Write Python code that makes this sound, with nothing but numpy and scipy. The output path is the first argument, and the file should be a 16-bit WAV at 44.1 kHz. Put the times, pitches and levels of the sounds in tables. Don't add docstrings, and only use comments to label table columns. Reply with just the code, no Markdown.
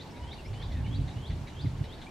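import sys
import numpy as np
from scipy import signal
from scipy.io import wavfile
from scipy.ndimage import uniform_filter1d

SR = 44100
rng = np.random.default_rng(int(sys.argv[2]) if len(sys.argv) > 2 else 0)


def to_wav(sig):
    pcm = np.clip(np.atleast_2d(sig), -1, 1) * 32767
    pcm = np.round(pcm).astype(np.int16)
    wavfile.write(sys.argv[1], SR, pcm.T)


N = 92610
T = np.arange(N) / SR

# frequency in Hz, relative spectral density in dB.
WASH_SPECTRUM = [(25, 7), (60, -5.5), (120, -3), (200, 0), (300, -1.5), (420, -6), (600, -9.5), (880, -7),
                 (1150, -16.5), (1700, -17), (2600, -19.5), (3700, -21), (5200, -27), (8000, -31.5),
                 (11000, -39), (15000, -45)]
# frequency in Hz, left-right correlation.
WASH_COHERENCE = [(50, .999), (120, .93), (300, .72), (700, .84), (1400, .36), (3000, .58), (6000, .46),
                  (12000, .25)]
WIND_COHERENCE = [(30, .9995), (70, .999), (150, .98), (300, .75)]
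# start in seconds, end in seconds, frequency in Hz, level in dB.
WHINES = [(.1, .33, 965, -54.5), (0, 1.2, 540, -66), (.023, 1.94, 395, -65.5)]

# time in seconds, relative level in dB.
RUMBLE_ENVELOPE = [(0.0, -46), (0.11, -66), (0.23, -35), (0.32, -47.5), (0.46, -45.5), (0.5, -33),
                   (0.57, -40), (0.77, -29.5), (0.91, -36.5), (1.02, -28.5), (1.11, -46), (1.16, -40.5),
                   (1.27, -44.5), (1.3, -29), (1.48, -48), (1.65, -38.5), (1.77, -39), (1.81, -38.5),
                   (1.95, -49), (2.1, -59)]
BUFFET_ENVELOPE = [(0.0, -51.5), (0.44, -50.5), (0.52, -45), (0.67, -38.5), (0.68, -38), (0.72, -39.5),
                   (0.96, -33), (0.99, -30.5), (1.13, -44), (1.17, -32.5), (1.27, -56), (1.31, -35.5),
                   (1.37, -43), (1.42, -36), (1.48, -55), (1.63, -39), (1.65, -24), (1.67, -26),
                   (1.69, -38), (1.79, -40), (1.81, -25.5), (1.82, -31), (1.85, -49.5), (2.1, -55.5)]
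# frequency in Hz, relative spectral density in dB.
RUMBLE_SPECTRUM = [(20, -30), (28, -18), (42, -5), (55, 0), (80, 0), (100, -7), (130, -28)]
BUFFET_SPECTRUM = [(65, -25), (85, -6), (118, 2), (145, -3.5), (185, -15), (260, -17.5), (360, -33),
                   (520, -58)]
# frequency in Hz, dB added on the right and taken off the left.
WIND_BALANCE = [(35, .05), (75, .3), (120, .9), (170, 1.4), (330, 1.6)]

# time from its top in seconds, pitch in Hz before the top is rescaled.
WHISTLE_GLIDE = [(-.135, 2830), (-.11, 2940), (-.075, 3100), (-.055, 3220), (-.036, 3290), (-.023, 3680),
                 (-.015, 3990), (-.008, 4480), (0, 4760), (.009, 4600)]
# time from the top in seconds, relative level in dB.
WHISTLE_ENVELOPE = [(-.135, -24), (-.12, -10), (-.1, -10.5), (-.072, -16), (-.055, -5.5), (-.04, -6.5),
                    (-.024, 0), (-.014, -3), (-.008, -8.5), (.001, -10), (.009, -26)]
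# time of the top in seconds, level in dB, lead-in gain in dB, tip gain in dB,
# top pitch in Hz.
WHISTLES = [(.03, -46.5, 0, -2, 4600), (.34, -49, 1.5, 2, 4650), (.657, -50, 2.5, 0, 4700),
            (.968, -50.3, 3, 3, 4730), (1.289, -48.3, -1.5, -1, 4560), (1.627, -49.8, -4, 6, 4820),
            (1.955, -50.3, 2.5, 0, 4600)]

# start and length in seconds, start, middle and end pitch in Hz,
# level in dB, hoarseness as a share of the pitch.
CHIRPS = [(.003, .03, 2000, 1980, 1950, -57, .02), (.138, .022, 2150, 2200, 2250, -57.5, .02),
          (.105, .025, 5300, 5700, 5950, -65, .02), (.328, .016, 2240, 2230, 2130, -52.5, .025),
          (.378, .046, 2900, 2720, 2400, -52.5, .05), (.448, .034, 2100, 2290, 2460, -55, .03),
          (.44, .056, 4500, 5450, 5680, -60, .012), (.618, .016, 1900, 1830, 1780, -57, .03),
          (.695, .16, 2170, 1860, 1580, -57.5, .024), (.765, .04, 2600, 2560, 2540, -59.5, .04),
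          (.86, .017, 2330, 2270, 2180, -48.5, .025), (1.108, .022, 3800, 3920, 3850, -58.5, .045),
          (1.469, .018, 2150, 2270, 2130, -52.5, .04), (1.654, .026, 2180, 2000, 1900, -54, .04),
          (1.794, .018, 2300, 2260, 2200, -57.5, .02), (1.847, .02, 3850, 3800, 3760, -57, .04),
          (2.01, .026, 3750, 3600, 3350, -54, .025), (2.064, .022, 2230, 2330, 2440, -49.5, .016)]
CHIRP_HARMONICS_DB = [-2, -26, -28.5]

# start in seconds, level in dB, hold in seconds.
RASPS = [(.161, -54.5, .018), (.327, -52.5, .012), (.529, -53.8, .016), (.616, -53, .012),
         (.718, -54, .017), (.766, -59, .012), (.862, -57, .012), (1.077, -52, .016), (1.299, -51.8, .02),
         (1.472, -50.2, .016), (1.657, -57.5, .018), (1.839, -53.8, .016), (2.014, -51.5, .016)]
# centre in Hz, bandwidth in Hz, relative gain in dB.
THROAT_FORMANTS = [(1500, 350, -7), (2100, 300, .5), (2950, 400, -7), (3600, 320, 2), (4250, 320, -1.5),
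                   (5800, 400, -11.5)]


def from_db(db):
    return 10 ** (np.asarray(db) / 20)


def unit_rms(x):
    return x / np.sqrt(np.mean(x ** 2) + 1e-20)


def at_hz(table, hz):
    frequencies, values = np.transpose(table)
    return np.interp(np.log(hz), np.log(frequencies), values)


def butterworth(x, order, hz, kind):
    return signal.sosfilt(signal.butter(order, hz, kind, fs=SR, output="sos"), x)


def drift(rate_hz):
    step, settle = 40, 2000
    pole = np.exp(-2 * np.pi * rate_hz * step / SR)
    white = rng.standard_normal(N // step + settle + 2)
    slow = signal.lfilter([1], [1, -2 * pole, pole * pole], white)[settle:]
    return np.interp(np.arange(N) / step, np.arange(len(slow)), unit_rms(slow))


def noise_bands(spectrum, coherence):
    edges = 18 * 2 ** (np.arange(31) / 3)
    white = rng.standard_normal((2, 2, N + SR // 2))
    for k, (low, high) in enumerate(zip(edges, edges[1:])):
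        if low > spectrum[-1][0]:
            break
        hz = np.sqrt(low * high)
        mid, side = butterworth(white[k % 2], 2, [low, high], "band")[:, -N:]
        correlation = np.clip(at_hz(coherence, hz), 0, 1)
        band = np.sqrt(1 + correlation) * mid + np.sqrt(1 - correlation) * np.array([side, -side])
        yield hz, from_db(at_hz(spectrum, hz)) * band


def distant_wash(level_db=-46.5, swell_db=1.43):
    bands = noise_bands(WASH_SPECTRUM, WASH_COHERENCE)
    return from_db(level_db) * unit_rms(sum(band * from_db(swell_db * drift(9.7)) for _, band in bands))


def traffic_whines(wander_hz=12, fade_s=.07):
    out = np.zeros(N)
    for start, end, hz, db in WHINES:
        phase = 2 * np.pi * np.cumsum(hz + wander_hz * drift(20.8)) / SR
        fade = np.clip(np.minimum(T - start, end - T) / fade_s, 0, 1)
        out += from_db(db) * np.sqrt(2) * np.sin(phase) * fade
    return out


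def eddies(envelope, spectrum, brightening=.14, neutral_db=-33, smoothing_s=.025):
    gust_db = np.interp(T, *np.transpose(envelope))
    tilt_db_per_octave = brightening * (gust_db - neutral_db)
    noise = np.zeros((2, N))
    for hz, band in noise_bands(spectrum, WIND_COHERENCE):
        balance = from_db(at_hz(WIND_BALANCE, hz) * np.array([[-1], [1]]))
        noise += band * from_db(tilt_db_per_octave * np.log2(hz / 100)) * balance
    running_power = uniform_filter1d(np.mean(noise ** 2, axis=0), int(smoothing_s * SR))
    return noise / np.sqrt(running_power + 1e-20) * from_db(gust_db)


def wind(cutoff_hz=340):
    rumble = from_db(-.9) * eddies(RUMBLE_ENVELOPE, RUMBLE_SPECTRUM)
    buffet = from_db(.47) * eddies(BUFFET_ENVELOPE, BUFFET_SPECTRUM)
    return butterworth(rumble + buffet, 4, cutoff_hz, "low")


def whistles(waver_share=.011, fray_share=.045, flutter_db=3.8):
    glide_s, glide_hz = np.transpose(WHISTLE_GLIDE)
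    envelope_s, envelope_db = np.transpose(WHISTLE_ENVELOPE)
    lead_end_s, main_start_s, fray_start_s, fray_peak_s = -.071, -.068, -.036, -.018
    waver, fray = waver_share * drift(100), fray_share * drift(345)
    flutter = unit_rms(from_db(flutter_db * drift(150)))
    out = np.zeros(N)
    for top_s, level_db, lead_db, tip_db, top_hz in WHISTLES:
        t = T - top_s
        reach = np.interp(t, [fray_peak_s, 0], [1, top_hz / glide_hz.max()])
        fraying = fray * np.interp(t, [fray_start_s, fray_peak_s, 0], [0, 1, 0])
        pitch = np.interp(t, glide_s, glide_hz) * reach * (1 + waver + fraying)
        accent_db = np.interp(t, [lead_end_s, main_start_s, fray_peak_s, 0], [lead_db, 0, 0, tip_db])
        envelope = np.interp(t, envelope_s, from_db(envelope_db), 0, 0) * from_db(level_db + accent_db)
        out += envelope * np.sin(2 * np.pi * np.cumsum(pitch) / SR)
    return np.sqrt(2) * out * flutter


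def chirps(attack_share=.2, release_share=.4, flutter_db=2.5):
    out, jitter = np.zeros(N), drift(300)
    for start, length, start_hz, middle_hz, end_hz, db, hoarseness in CHIRPS:
        on = (T >= start) & (T < start + length)
        progress = (T[on] - start) / length
        pitch = np.polyval(np.polyfit([0, .5, 1], [start_hz, middle_hz, end_hz], 2), progress)
        phase = 2 * np.pi * np.cumsum(pitch * (1 + hoarseness * jitter[on])) / SR
        tone = sum(from_db(gain) * np.sin(k * phase) for k, gain in enumerate(CHIRP_HARMONICS_DB, 1))
        envelope = np.interp(progress, [0, attack_share, 1 - release_share, 1], [0, 1, 1, 0])
        out[on] += from_db(db) * envelope * tone
    return np.sqrt(2) * out * unit_rms(from_db(flutter_db * drift(85)))


def rasps(pulse_hz=430.7, jitter_share=.22, breath_gain=.58, attack_s=.002, release_s=.005):
    cycles = np.cumsum(pulse_hz * (1 + jitter_share * drift(200))) / SR
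    pulses = unit_rms(np.diff(np.floor(cycles), prepend=0))
    breath = unit_rms(rng.standard_normal(N) * (1 - cycles % 1))
    source = pulses + breath_gain * breath
    out = np.zeros(N)
    for start, level_db, hold in RASPS:
        envelope = np.interp(T - start, np.cumsum([0, attack_s, hold, release_s]), [0, 1, 1, 0])
        out += from_db(level_db) * envelope * throat(source)
    return butterworth(out, 3, hz=6500, kind="low")


def throat(source, spread_share=.03, spread_db=2.2):
    voice = np.zeros(N)
    for k, (hz, width_hz, db) in enumerate(THROAT_FORMANTS):
        gain = from_db(db + spread_db * rng.standard_normal())
        angle = 2 * np.pi * hz * (1 + spread_share * rng.standard_normal()) / SR
        radius = np.exp(-np.pi * width_hz / SR)
        feedforward = np.array([1, 0, -1]) * (1 - radius ** 2) / 2
        feedback = [1, -2 * radius * np.cos(angle), radius ** 2]
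        voice += (-1) ** k * gain * signal.lfilter(feedforward, feedback, source)
    return unit_rms(voice)


def delayed(x, seconds):
    return np.interp(T - seconds, T, x, 0)


def scatter(x, t60_s, gap_s=.01):
    t = T[:SR // 2]
    shared, left, right = rng.standard_normal((3, len(t)))
    response = (shared + np.array([left, right])) * from_db(-60 * t / t60_s) * (t > gap_s)
    response /= np.sqrt(np.sum(response ** 2) / 2)
    return signal.fftconvolve(x[None], response, axes=1)[:, :N]


def tree_echoes(calls):
    branch = from_db(-14) * delayed(calls, seconds=.013)
    treble = butterworth(calls + branch, 2, hz=2600, kind="high")
    near_leaves = from_db(-3.5) * scatter(treble, t60_s=.08)
    foliage = from_db(-8) * scatter(treble, t60_s=.32)
    return branch + near_leaves + foliage


def scene():
    whistler, rasper, chirpers = whistles(), rasps(), chirps()
    echoes = tree_echoes(whistler + rasper + .6 * chirpers)
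    next_tree = from_db(-9) * scatter(delayed(whistler, seconds=.042), t60_s=.08)
    birds = whistler + rasper + chirpers + echoes + next_tree
    return birds + wind() + distant_wash() + traffic_whines()


def record(dry, low_cut_hz=24, high_cut_hz=15250):
    steep_low_pass = signal.ellip(10, .1, 80, high_cut_hz, fs=SR, output="sos")
    return signal.sosfilt(steep_low_pass, butterworth(dry, 2, low_cut_hz, "high"))


dry = scene()
out = record(dry)
to_wav(out)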